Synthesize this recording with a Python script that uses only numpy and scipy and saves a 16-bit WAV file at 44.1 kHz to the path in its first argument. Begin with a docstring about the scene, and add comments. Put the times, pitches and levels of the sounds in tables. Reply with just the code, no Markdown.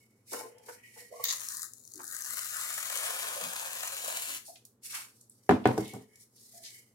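"""An appliance hums behind as fingers rub and bump an aerosol can of cream in a small kitchen.
The bent nozzle creaks, gas sputters, then foam hisses and crackles onto a mug and turns gassier: shaped noise.
Bursts of noise make the spits; moving resonances make the hollow gurgle of the cream.
A sleeve swishes in rubbed noise, then the can is set down and rocks: fading tones of can and counter.
Fingers brush the can again at the end. Two microphones of a hand-held phone hear it all."""
import sys
import numpy as np
from scipy import signal
from scipy.fft import rfft, irfft
from scipy.io import wavfile
from scipy.ndimage import uniform_filter1d

SR = 44100
rng = np.random.default_rng(int(sys.argv[2]) if len(sys.argv) > 2 else 0)


def transcribe(signal):
    """Save signal, clipped to [-1, 1], as a 16-bit WAV file at the path in sys.argv[1]."""
    frames = np.atleast_2d(signal).T
    limited = np.clip(frames, -1, 1)
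    pcm = np.round(limited * 32767).astype(np.int16)
    wavfile.write(sys.argv[1], SR, pcm)


N = 306054
TIME = np.arange(N) / SR  # seconds
FREQS = np.maximum(np.arange(4097) * SR / 8192, 1)  # Hz, where every filter is drawn

# All levels are relative: mixing, echoes and filters still change them.

# Room tone. Each row: frequency in Hz, level in dB per Hz.
ROOM_TONE = [(25, -22.5), (60, -12), (85, -11), (110, 0), (160, -13.5), (215, -1), (300, -8.5), (450, -7),
             (620, -18.5), (1300, -22.5), (2100, -31.5), (3200, -35), (7500, -38), (16000, -39)]
# Appliance hum. Each row: frequency in Hz, level in dB.
HUM = [(101, -85), (120, -75.5), (241, -86.5)]
KITCHEN_T60_S = 0.28  # time for the room's tail to fall by 60 dB
# Typical delays of the echoes off mug, counter and coffee pot, in seconds.
ECHO_S = [0.000703, 0.0013, .0031]
TOP_HZ = 15950  # the phone keeps almost nothing above this

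# The can lands and rocks on its rim. Each row: start in seconds, clunk of the can in dB,
# brightness of the contact in Hz, thud of the counter in dB.
KNOCKS = [(5.492, -8.5, 2570, -3), (5.4965, -6.5, 480, 0), (5.5093, -14.5, 2020, -6),
          (5.5222, -24, 2400, -20), (5.655, -10.5, 3180, -2), (5.6603, -18.5, 1500, -19),
          (5.6715, -22, 2000, -19), (5.688, -22.5, 1300, -12.5), (5.777, -23.5, 1800, -14),
          (5.783, -16, 460, -13), (5.931, -45, 700, -23), (5.939, -34.5, 1100, -26),
          (5.965, -34, 646, -29.5), (6.008, -45.5, 517, -45)]
# Short tones of the can's base, damped by the cream. Each row: pitch in Hz, level in dB,
# time to fall by 60 dB in seconds.
CAN_BASE = [(409, 1, 0.039), (742, 1.5, 0.027), (990, -6, .035), (1216, -11, 0.039), (1490, -11.5, 0.042),
            (1700, -11, .03), (2070, -14.5, 0.035), (3470, -26, 0.073), (3904, -22, 0.078)]
# Tones of the counter with the can on it. 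Each row: pitch in Hz, level in dB,
# time to fall by 60 dB in seconds.
COUNTER = [(102, -25, 0.2), (124.4, -23.5, 0.24), (206, -21.5, .24), (257, -23, 0.34), (324.5, -22.5, 0.23),
           (393, -32.5, 0.21), (432.5, -23, 0.36), (590, -34, 0.208), (720, -33.5, .18), (745, -31.5, .2),
           (800, -35.5, .18), (980, -26, 0.099), (1075, -42, .2), (1285, -37, .19), (1460, -37, 0.18),
           (1686, -40.5, .17), (1790, -41.5, .2), (2145, -40.5, .18)]
# Spectrum of the short rattle of each knock. Each row: frequency in Hz, level in dB.
CLATTER = [(25, -30.5), (60, -17.5), (110, -2), (160, -8), (220, 1.5), (400, -6), (540, -9), (780, -8.5),
           (1200, -17.5), (1800, -24.5), (2600, -27), (4500, -30), (8000, -41), (16000, -47.5)]
# how fast the rim bites, and how slowly the counter takes up the blow
CONTACT_S, COUNTER_SWELL_S = 0.0012, .005
# spread of tone level (dB) and pitch (share) between touches, and unevenness of the rattle (dB)
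STRIKE_SCATTER_DB, STRIKE_DETUNE, RATTLE_DB = 1.5, .012, 3

# The hand bumps and shifts on the can. Each row: start in seconds, level in dB, length in seconds,
# brightness of the contact in Hz, thump of the palm in dB.
BUMPS = [(0.317, -39.5, 0.0043, 1300, -1), (0.333, -35, 0.0089, 1490, -7),
         (0.362, -44.5, 0.0076, 2200, -12), (0.389, -42, 0.0068, 1800, -12),
         (0.424, -46.5, 0.0061, 2000, -10), (0.437, -43.5, 0.0087, 500, -7), (0.49, -54, 0.013, 447, -22),
         (0.53, -61.5, 0.049, 300, -32), (0.663, -53, 0.008, 500, -27), (0.68, -41.5, 0.0093, 2980, -16),
         (0.956, -53, 0.011, 1100, -32), (1.006, -53, 0.0063, 250, -25)]
# Hollow resonances of the can in the hand. Each row: centre in Hz, width in Hz, level in dB.
CAN_BODY = [(474, 60, 6), (594, 44, -11.5), (720, 56, -4), (883, 51, 0.5), (1005, 32, -1.5),
            (1490, 150, -10.5), (1800, 64, -3.5), (1230, 1900, -11)]
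PALM_HZ, PALM_WIDTH_HZ = 306, 166  # the dull thump of the palm
# unevenness of the bumping and bending fingers (dB), and how far a bump retunes the can (share of pitch)
JUDDER_DB, BUMP_DETUNE = 5, .025
# Cream squelches in the can and on the mound. Each row: start in seconds, level in dB,
# length in seconds, centre in Hz, width in Hz.
SQUELCHES = [(1.937, -55, 0.026, 333, 128), (1.99, -45.5, 0.008, 980, 980), (3.341, -44, 0.029, 563, 198),
             (3.409, -52.5, 0.022, 205, 90.5), (4.266, -60, 0.025, 300, 140),
             (4.475, -46.5, 0.0089, 700, 160)]
# Clicks and scuffs of the valve, fingers and things in reach. Each row: start in seconds, level in dB,
# length in seconds, centre in Hz, width in Hz.
TICKS = [(0.33, -34.5, 0.0031, 8300, 9400), (0.582, -54.5, 0.0016, 7060, 8860),
         (1.239, -23.5, 0.0026, 14000, 4000), (4.554, -53, 0.0058, 3600, 4000),
         (4.651, -46, 0.0021, 8800, 11300), (4.833, -50, 0.0043, 7900, 7000),
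         (4.92, -41.5, 0.0055, 6600, 7140), (4.921, -47, 0.029, 1250, 1100),
         (5.209, -52.5, 0.0032, 7500, 4830), (5.296, -47, 0.0018, 9200, 3900),
         (5.491, -38, 0.0015, 7000, 9000), (5.508, -43, .0015, 8000, 8000),
         (5.638, -51, 0.0057, 3100, 2200), (5.655, -39, 0.0014, 6000, 8000),
         (5.673, -36, 0.00081, 8000, 8000), (5.778, -37.5, 0.0021, 6000, 8200),
         (5.817, -53.5, 0.038, 3270, 2400), (5.879, -43, .001, 8000, 7000),
         (5.936, -40, 0.00068, 8060, 7070), (6.156, -53, 0.0022, 6650, 6050), (6.37, -63, .009, 4500, 2500),
         (6.525, -58, 0.028, 680, 91), (6.631, -45.5, 0.019, 4590, 4400)]
# The finger bends the nozzle before the valve opens. Each row: time in seconds,
# level of the creak in dB, strain as a share of pitch.
BEND = [(1.101, -72, -.09), (1.112, -51, -0.073), (1.17, -49.5, 0), (1.225, -56.5, 0.024),
        (1.29, -71, 0.091)]
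# Resonances of the bent nozzle. Each row: centre in Hz, width in Hz, level in dB.
BENT_NOZZLE = [(481, 56, 1.5), (664, 134, -2.5), (930, 230, -14), (1100, 80, -4)]
CREAK_LAG_S_PER_HZ = .00005  # higher resonances join later

# Fingers slide on metal. Each row: peak time in seconds, swell in seconds, fade in seconds,
# swish in dB, scrape in dB.
FINGER_STROKES = [(0.01, 0.09, 0.52, -73.5, -76.5), (0.34, 0.082, 0.15, -43, -54),
                  (0.71, 0.1, 0.088, -50, -69), (0.84, 0.55, 0.3, -74, -60),
                  (0.99, 0.19, 0.094, -55.5, -57.5), (1.21, 0.22, 0.36, -54.5, -57),
                  (5.86, 0.38, 0.23, -55, -57.5), (6.14, 0.084, .12, -71, -68.5),
                  (6.215, 0.06, 0.048, -56.5, -73), (6.66, 0.2, 0.29, -62.5, -62)]
# The sleeve brushes past. Each row: peak time in seconds, swell in seconds, fade in seconds,
# swish in dB, rasp in dB.
SLEEVE_STROKES = [(4.46, 0.036, 0.17, -53, -79), (4.655, 0.0065, 0.027, -65, -92),
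                  (4.856, 0.035, 0.3, -48.5, -61), (4.935, 0.058, 0.14, -40, -44.5),
                  (5.18, 0.1, 0.19, -62, -95), (5.315, 0.035, 0.12, -65, -92.5),
                  (5.445, 0.035, 0.048, -69.5, -87), (6.47, 0.17, 0.42, -54, -75)]
# a stroke drops this much over its swell or fade time, ever faster away from the peak
STROKE_RANGE_DB, STROKE_CURVE = 25, 1.67
# Spectrum of the rubbing cloth. Each row: frequency in Hz, level in dB.
SWISH = [(2000, -58), (3600, -9), (5000, -1), (6600, -1), (9500, 1), (12000, -1), (16000, -12)]
# Resonances of the can's wall under the fingers. Each row: centre in Hz, width in Hz, level in dB.
SCRAPE = [(1747, 150, -11), (1978, 120, -2), (2203, 86, 0.5), (2400, 300, -9), (2980, 390, -7.5)]
# shifting fingers damp and retune the wall: level spread, share of pitch, changes per second
GRIP_DB, GRIP_SHARE, GRIP_PER_S = 3, .012, 9

# First gas through the empty nozzle. 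Each row: start in seconds, level in dB, length in seconds.
SPUTTER = [(1.2383, -27.5, 0.0023), (1.25, -40, 0.0007), (1.25, -27.5, 0.0028), (1.2646, -34.5, 0.0019),
           (1.269, -35, 0.0037), (1.281, -30.5, 0.004), (1.2905, -20.5, 0.00032), (1.292, -29, 0.0025),
           (1.301, -25.5, 0.0016), (1.307, -26, 0.0034), (1.3253, -39, 0.0007), (1.328, -29.5, 0.00065),
           (1.335, -31, 0.00063)]
# Resonances of the empty nozzle. Each row: centre in Hz, width in Hz, level in dB.
NOZZLE = [(1250, 710, -4), (1964, 280, 1), (3730, 490, 9), (4700, 600, 7.5), (6610, 770, 13.5),
          (11200, 2800, -2.5), (11900, 450, -9), (14000, 700, -10)]
# Flow through the valve, eased off once and pressed again. Each row: time in seconds,
# level of the spray in dB.
FLOW = [(1.332, -37.5), (1.36, -46), (1.43, -46.5), (1.5, -45.5), (1.646, -47), (1.69, -64), (1.82, -65),
        (1.93, -59.5), (2.05, -47.5), (2.45, -41), (2.87, -41), (3.05, -39), (3.32, -42), (4.37, -42),
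        (4.42, -73)]
FULL_FLOW_DB = -45
# How much of the jet is free gas. Each row: time in seconds, smooth gas compared with bursting foam
# in dB, rush of the gas compared with the hiss in dB.
GAS = [(1.33, -21, -11), (1.5, 3, -14.5), (1.8, -42, -84), (2.15, -15, -19.5), (2.5, 2, -13),
       (3.1, 2.5, -5), (3.7, -2.5, -6.5), (4.35, 0.5, -5.5)]
# Spectrum of the foam's hiss. Each row: frequency in Hz, level in dB.
HISS = [(300, -74), (1500, -22.5), (3000, -32), (3900, -1), (5000, -1.5), (5900, 0.5), (6900, 3),
        (8200, 4.5), (9200, 1.5), (10700, 4.5), (12500, 1.5), (16000, -2.5)]
# Upper hiss, which swells as the jet spreads and drowns the slots. Each row: time in seconds,
# level in dB.
SIZZLE = [(1.35, -9), (2.1, -4), (2.7, -13.5), (3.1, -1.5), (3.45, -6), (3.9, -12.5), (4.35, -7)]
SIZZLE_HZ, SIZZLE_WIDTH_HZ = 9500, 3200
# the slots of the nozzle's tip sing, and stand out more at low flow
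SLOTS_HZ, SLOTS_WIDTH_HZ, SLOTS_DB, SLOTS_DB_PER_DB = 6916, 690, -3.5, 0.3565
# Resonances of the cream-filled throat. Each row: centre in Hz, width in Hz, level in dB.
THROAT = [(1203, 274, 0), (1500, 325, 0), (1800, 346, 1.5)]
# the throat weakens below full flow, and is muffled once the cream piles up around it
THROAT_DB, THROAT_DB_PER_DB, BURIED_S, MUFFLE_DB_PER_S = -5.5, 1.1, 3.55, 10
# Gas blowing into the growing mound. Each row: time in seconds, level of its hollow in dB,
# pitch of the hollow in Hz.
HOLLOW = [(1.35, -13, 684), (1.6, -32, 700), (2.25, -22.5, 720), (2.8, -16, 700), (3.0, -9, 660),
          (3.36, -4.5, 656), (3.6, -9.5, 598), (3.8, -9, 696), (4.1, -9, 595), (4.35, -17, 664)]
# Resonances of the hollow in the cream. Each row: multiple of its pitch, width in Hz, level in dB.
HOLLOW_MODES = [(1, 306, -2), (1.499, 420, 0.5), (2.2, 800, -0.5)]
OPEN_HOLLOW_HZ = 698  # the throat has its listed pitches when the hollow has this one
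# wet cream makes throat and hollow gurgle: depth, changes per second
GURGLE_DB, GURGLE_PER_S = 2.2, 57
# passing cream retunes them: share of pitch, changes per second
WANDER_SHARE, WANDER_PER_S = .045, 14
# Gas pockets, strong and weak, that burst at the nozzle at set times. Each row: start in seconds,
# level in dB.
SPITS = [(1.3618, -24), (1.4052, -20), (1.4864, -12.5), (1.5199, -19), (1.5693, -16), (1.6002, -27),
         (1.6187, -17.5), (1.636, -31), (1.7349, -24.5), (1.8517, -31.5), (1.876, -28), (1.937, -23.5),
         (1.957, -25.5), (1.977, -29), (2.0782, -20.5), (2.153, -28), (2.1655, -17), (2.2213, -17),
         (2.2513, -18), (2.2665, -26), (2.568, -14.5), (2.973, -11.5), (3.83, -21), (3.8784, -15.5),
         (4.047, -17)]
# pockets at random times: level over the flow before the spits' shared cut, and its weakening with time
POCKET_DB, POCKET_FADE_DB_PER_S = 15, 4.5
POCKETS_PER_S, POCKET_SCATTER_DB = 90, 5  # average rate, spread either way
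# Place of the nozzle. Each row: time in seconds, left minus right in dB (before the phone's shading).
AIM = [(1.35, 3), (1.6, 5.5), (2.4, 5.5), (3.1, 3), (4.3, 2.5)]
# The phone's body shades the right microphone from the nozzle. Each row: frequency in Hz, level in dB.
SHADE = [(350, 6.5), (700, 8), (1300, -1), (8000, 0), (11000, -1), (15000, -2)]
PORT_LAG_S = .000185  # the spray reaches the right microphone about this much later
JET_ALIKE_HZ = 6000  # the close jet sounds alike at both microphones below this


def undb(db):
    """Turn decibels into a gain."""
    return 10 ** (np.asarray(db) / 20)


def unit(x):
    """Scale a sound to an average (rms) level of 1."""
    return x / np.sqrt(np.mean(x ** 2))


def curves(table):
    """Draw each column of a table as a line through time."""
    s, *columns = np.transpose(table)
    return [np.interp(TIME, s, c) for c in columns]


def during(table, fade=0.019):
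    """Give 1 while a table lasts, fading outside it."""
    inside = np.minimum(TIME - table[0][0], table[-1][0] - TIME)
    return np.clip(1 + inside / fade, 0, 1)


def convolve(x, response):
    """Pass a mono or stereo sound through an impulse response."""
    if x.ndim == 2:
        response = np.atleast_2d(response)
    return signal.oaconvolve(x, response, axes=-1)[..., :x.shape[-1]]


def shaped(x, gain):
    """Filter with the given gain at FREQS, without any sound arriving early (minimum phase)."""
    cepstrum = irfft(np.log(gain + 1e-6))
    half = len(gain) - 1
    fold = np.r_[1, np.full(half - 1, 2), 1, np.zeros(half - 1)]
    return convolve(x, irfft(np.exp(rfft(cepstrum * fold))))


def colour(x, points):
    """Filter by a spectrum of (Hz, dB) points."""
    hz, db = np.transpose(points)
    return shaped(x, undb(np.interp(np.log(FREQS), np.log(hz), db)))


def peak(hz, width):
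    """Gain of a steep-sided resonance."""
    return 1 / (1 + ((FREQS ** 2 - hz ** 2) / (FREQS * width * np.pi / 2)) ** 2)


def resonate(x, hz, width):
    """Pass a sound through a steep resonance whose centre may move; rms 1."""
    turn = np.exp(2j * np.pi * np.cumsum(hz) / SR)
    band = signal.butter(3, width / 2, fs=SR, output="sos")
    # shift the centre down to zero, keep what is near it, shift back
    return unit((signal.sosfilt(band, x * turn.conj()) * turn).real)


def noise(size=N):
    """White noise."""
    return rng.standard_normal(size)


def walk(rate, size=N):
    """Smooth random wander with average (rms) size 1."""
    k = max(int(SR / rate), 1)
    steps = np.repeat(noise(size // k + 1), k)
    return unit(uniform_filter1d(steps, k)[:size])


def grains(rate, spread_db):
    """Tiny clicks at random moments, a few much larger than the rest."""
    size = undb(spread_db * np.minimum(rng.exponential(size=N), 4))
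    return unit((rng.random(N) < rate / SR) * size * np.sign(noise()))


def diffuse(size, alike_hz=480):
    """Noise scattered by the things on the counter: most alike at the two microphones in the bass."""
    alike = .95 / (1 + (FREQS / alike_hz) ** 3)
    mid = shaped(noise(size), np.sqrt((1 + alike) / 2))
    side = shaped(noise(size), np.sqrt((1 - alike) / 2))
    return np.array([mid + side, mid - side])


def puff(length, gain, rough_db=0, alike_hz=480):
    """A stereo noise burst that swells for `length` s and dies away; a rough one is broken up."""
    age = TIME[:SR // 4] / length
    swell = age * np.exp(1 - age)
    judder = undb(rough_db * walk(300, size=len(age)))
    burst = shaped(diffuse(len(age), alike_hz) * swell * judder, gain)
    return unit(burst) * np.sqrt(np.mean(swell ** 2))


def add(track, s, sound):
    """Mix a stereo sound into a track at time s."""
    i = int(s * SR)
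    track[:, i:i + sound.shape[1]] += sound[:, :N - i]


def kitchen(x, room_db):
    """Add the short tail of the small room: noise that dies away."""
    t = TIME[:SR // 2]
    tail = diffuse(len(t)) * undb(-60 * t / KITCHEN_T60_S) * (t > .004)
    tail = unit(tail) / np.sqrt(len(t))
    return (x + undb(room_db) * convolve(x, tail)) / np.hypot(1, undb(room_db))


def glancing(x, echo_db, drift=0.043):
    """Nearby hard surfaces return echoes whose delays drift as the hand moves, combing the sound."""
    out = x.copy()
    for channel, sound in enumerate(x):
        for delay in ECHO_S:
            lag = delay * (rng.uniform(.8, 1.24) + drift * walk(1.2))
            out[channel] += undb(echo_db) * np.interp(TIME - lag, TIME, sound)
    return out / np.sqrt(1 + len(ECHO_S) * undb(echo_db) ** 2 / 2)


def room_tone():
    """Moving air is noise whose level wavers; the appliance hums in steady sine tones."""
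    air = unit(colour(diffuse(N, alike_hz=800), ROOM_TONE)) * undb(-71.0 + 0.19 * walk(3.5))
    hum = sum(undb(db) * np.sqrt(2) * np.sin(2 * np.pi * hz * TIME) for hz, db in HUM)
    return air + hum


def ringing(modes, scatter_db, detune):
    """Fading tones as rows; each touch varies their levels and pitches at random, low pitches least."""
    t = TIME[:SR // 2]
    hz, db, t60 = np.transpose(modes)
    hz = hz * (1 + detune * hz / hz.max() * noise(len(hz)))
    db = db + scatter_db * noise(len(hz))
    sign = (-1) ** np.arange(len(hz))
    level = undb(db[:, None] - 60 * t / t60[:, None])
    return sign[:, None] * level * np.exp(2j * np.pi * hz[:, None] * t)


def heard(modes):
    """Struck tones at both microphones: short waves arrive out of step."""
    phase = noise((2, len(modes))) * (np.transpose(modes)[0] / 1500) ** 2
    return (np.exp(1j * phase) @ ringing(modes, STRIKE_SCATTER_DB, STRIKE_DETUNE)).imag


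def knocks():
    """Each touch of the rim clunks the can and thuds the counter; a soft contact has less treble."""
    t = TIME[:SR // 2]
    out = np.zeros((2, N))
    swell = 1 - np.exp(-t / COUNTER_SWELL_S)
    for s, can_db, bright_hz, counter_db in KNOCKS:
        clunk = heard(CAN_BASE) * (1 - np.exp(-t / CONTACT_S))
        grit = unit(shaped(diffuse(len(t)), peak(1600, 1100))) * undb(-10.5 - 60 * t / 0.04)
        contact = shaped(clunk + grit, 1 / np.sqrt(1 + (FREQS / bright_hz) ** 6))
        rattle_db = -20 - 60 * t / 0.27 + RATTLE_DB * walk(130, size=len(t))
        rattle = unit(colour(diffuse(len(t)), CLATTER)) * undb(rattle_db)
        dulling = np.maximum(1 / np.hypot(1, FREQS / bright_hz), undb(-7))
        thud = shaped(swell * (heard(COUNTER) * undb(-1.0) + rattle), dulling)
        add(out, s, undb(can_db) * contact + undb(counter_db) * thud)
    return kitchen(out, room_db=-11)


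def creak():
    """The nozzle sticks and slips as it is bent: its resonances rise with strain, higher ones join later."""
    s, db, strain = np.transpose(BEND)
    slips = undb(JUDDER_DB * walk(160))
    out = 0
    for hz, width, mode_db in BENT_NOZZLE:
        above = hz - BENT_NOZZLE[0][0]
        moment = TIME - CREAK_LAG_S_PER_HZ * above
        level_db = np.interp(moment, s, db, left=-np.inf, right=-np.inf)  # silent outside the bend
        pitch = hz + np.interp(TIME, s, strain) * np.sqrt(hz * max(above, 1))
        out = out + undb(level_db + mode_db) * resonate(slips * diffuse(N), pitch, width)
    return out


def held_can():
    """Hollow resonances of the can, retuned and rebalanced at random by each new grip."""
    body = 0
    for hz, width, mode_db in CAN_BODY:
        gain = undb(mode_db + GRIP_DB * rng.standard_normal())
        body = body + gain * peak(hz * (1 + BUMP_DETUNE * rng.standard_normal()), width) ** 2
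    return body


def handling():
    """Bumps are noise through the can's body and the palm; squelches and clicks are noise in one band."""
    out = creak()
    for s, db, length, bright_hz, palm_db in BUMPS:
        palm = undb(palm_db) * peak(PALM_HZ, PALM_WIDTH_HZ) ** 2
        gain = (held_can() + palm) / (1 + (FREQS / bright_hz) ** 2)
        add(out, s, undb(db) * puff(length, gain, rough_db=JUDDER_DB))
    for s, db, length, hz, width in SQUELCHES + TICKS:
        add(out, s, undb(db) * puff(length, peak(hz, width) ** 2, rough_db=2.0))
    return kitchen(out, room_db=-5.0)


def strokes(table):
    """Gains of the two layers of a set of strokes, each of which swells and fades."""
    power = np.zeros((2, N))
    for s, swell, fade, *levels_db in table:
        away = np.clip(np.maximum((s - TIME) / swell, (TIME - s) / fade), 0, 10)
        shape = undb(-STROKE_RANGE_DB * away ** STROKE_CURVE)
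        power += np.outer(undb(levels_db), shape) ** 2
    return np.sqrt(power)


def can_wall(friction):
    """Rubbing rings the can's wall; shifting fingers favour now one resonance and now another."""
    wall = 0
    for hz, width, db in SCRAPE:
        gain = undb(db + GRIP_DB * walk(GRIP_PER_S))
        pitch = hz * (1 + GRIP_SHARE * walk(GRIP_PER_S))
        wall = wall + gain * resonate(friction, pitch, width)
    return unit(wall)


def rubbing():
    """Cloth and skin slide in many tiny slips: fingers ring the can's wall, the sleeve only rasps."""
    slips = undb(1.8 * walk(20) + 3.0 * walk(70) + 1.2 * walk(700))
    swish = unit(colour(slips * diffuse(N), SWISH))
    friction = slips * diffuse(N)
    rasp = unit(shaped(friction, peak(2400, 2300) ** 2))
    out = 0
    for table, scrape in ((FINGER_STROKES, can_wall(friction)), (SLEEVE_STROKES, rasp)):
        swish_gain, scrape_gain = strokes(table)
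        out = out + undb(1.5) * swish * swish_gain + scrape * scrape_gain
    return kitchen(glancing(out, echo_db=-6.5, drift=.12), room_db=-5.5)


def pockets(flow_db):
    """Gas pockets at random moments while the valve is open, following the flow: rows (s, dB)."""
    start, end = FLOW[0][0], FLOW[-1][0]
    chance = rng.random((320, 3))
    share = POCKETS_PER_S * (end - start) / len(chance)  # how many of the candidates burst
    rows = []
    for when, size, bursts in chance:
        if bursts < share:
            s = start + (end - start) * when
            level_db = flow_db[int(s * SR)] + POCKET_DB - POCKET_FADE_DB_PER_S * (s - start)
            rows.append((s, level_db + POCKET_SCATTER_DB * (2 * size - 1)))
    return rows


def jet_flow(gas_db):
    """Strength of the jet: bursting foam cells over smooth gas, throttled by clots of cream."""
    # each cell lets out a short gasp, which the mug and counter echo for a few milliseconds
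    t = TIME[:1024]
    gasp = np.exp(-t / 0.00013) + undb(-56.0) * np.exp(-t / 0.0034)
    bursts = grains(rate=780, spread_db=4.0) ** 2
    foam = unit(np.sqrt(np.abs(convolve(bursts, gasp))))
    flow = np.hypot(foam, undb(gas_db)) / np.hypot(1, undb(gas_db))
    return flow * undb(1.2 * walk(110))


def nozzle_tip(flow, flow_db):
    """The tip's slots sing in a narrow band, drowned by a sizzle as the jet spreads."""
    (sizzle_db,) = curves(SIZZLE)
    slots = resonate(flow * diffuse(N), SLOTS_HZ * (1 + 0.035 * walk(2.8)), SLOTS_WIDTH_HZ)
    slots_db = SLOTS_DB - SLOTS_DB_PER_DB * (flow_db - FULL_FLOW_DB)
    sizzle = unit(shaped(flow * diffuse(N), peak(SIZZLE_HZ, SIZZLE_WIDTH_HZ) ** 2))
    drowned = 1 + 2 * undb(sizzle_db) ** 2
    return slots * undb(slots_db) / drowned + sizzle * undb(sizzle_db)


def cream_resonances(flow, flow_db):
    """Gas rings the cream-filled throat and the mound's hollow, which gurgle and shift in pitch together."""
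    hollow_db, hollow_hz = curves(HOLLOW)
    wet = flow * undb(GURGLE_DB * walk(GURGLE_PER_S))

    def gurgle(hz, width):
        """Noise of the flow through one resonance that passing cream keeps retuning."""
        pitch = hz * (1 + WANDER_SHARE * walk(WANDER_PER_S))
        return resonate(wet * diffuse(N, alike_hz=2200), pitch, width)

    pitch_ratio = hollow_hz / OPEN_HOLLOW_HZ
    throat = unit(sum(undb(db) * gurgle(hz * pitch_ratio, width) for hz, width, db in THROAT))
    hollow = unit(sum(undb(db) * gurgle(ratio * hollow_hz, width) for ratio, width, db in HOLLOW_MODES))
    throat_db = THROAT_DB + THROAT_DB_PER_DB * np.minimum(flow_db - FULL_FLOW_DB, 0)
    throat_db = throat_db - MUFFLE_DB_PER_S * np.maximum(TIME - BURIED_S, 0)
    return throat * undb(throat_db) + hollow * undb(hollow_db)


def add_spits(out, flow_db):
    """Gas pockets burst at the nozzle as very short puffs of treble."""
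    spit = (peak(6700, 1500) + 0.87 * peak(8100, 4300)) / np.sqrt(1 + (3900 / FREQS) ** 10)
    gasps = [puff(0.00055, spit, alike_hz=JET_ALIKE_HZ) for _ in range(8)]
    for k, (s, db) in enumerate(SPITS + pockets(flow_db)):
        add(out, s, undb(db - 12) * gasps[k % len(gasps)])


def add_sputter(out):
    """The first gas rings the empty nozzle in rough puffs."""
    nozzle = sum(undb(db) * peak(hz, width) for hz, width, db in NOZZLE)
    for s, db, length in SPUTTER:
        add(out, s, undb(db) * puff(length, nozzle, rough_db=3.0))


def spray():
    """Foam cells burst over a smooth jet of gas; both ring the nozzle and the hollow in the cream."""
    (flow_db,), (pan_db,) = curves(FLOW), curves(AIM)
    gas_db, rush_db = curves(GAS)
    flow = jet_flow(gas_db)
    hiss = unit(colour(flow * diffuse(N, alike_hz=JET_ALIKE_HZ), HISS))
    rush = unit(shaped(flow * diffuse(N, alike_hz=JET_ALIKE_HZ), peak(2690, 2870) ** 2))
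    out = (hiss + undb(rush_db) * rush) * undb(3.5)
    out = out + nozzle_tip(flow, flow_db) + cream_resonances(flow, flow_db)
    out = out * undb(flow_db) * during(FLOW)
    add_spits(out, flow_db)
    add_sputter(out)
    out = kitchen(glancing(out, echo_db=-15.0, drift=0.127), room_db=-6)
    left, right = out * undb(np.array([pan_db, -pan_db]) / 2)
    lag = PORT_LAG_S * (1 + 0.14 * walk(4))
    return np.array([left, colour(np.interp(TIME - lag, TIME, right), SHADE)])


def scene():
    """Everything at the two microphones."""
    return room_tone() + knocks() + handling() + rubbing() + spray()


def record(dry):
    """The phone thins the deep bass, rounds the loudest peaks and cuts the top."""
    thin = signal.sosfilt(signal.butter(2, 62, "highpass", fs=SR, output="sos"), dry)
    rounded = np.tanh(1.2 * thin) / 1.2
    return signal.sosfilt(signal.ellip(10, .2, 80, TOP_HZ, fs=SR, output="sos"), rounded)


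dry = scene()
out = record(dry)
transcribe(out)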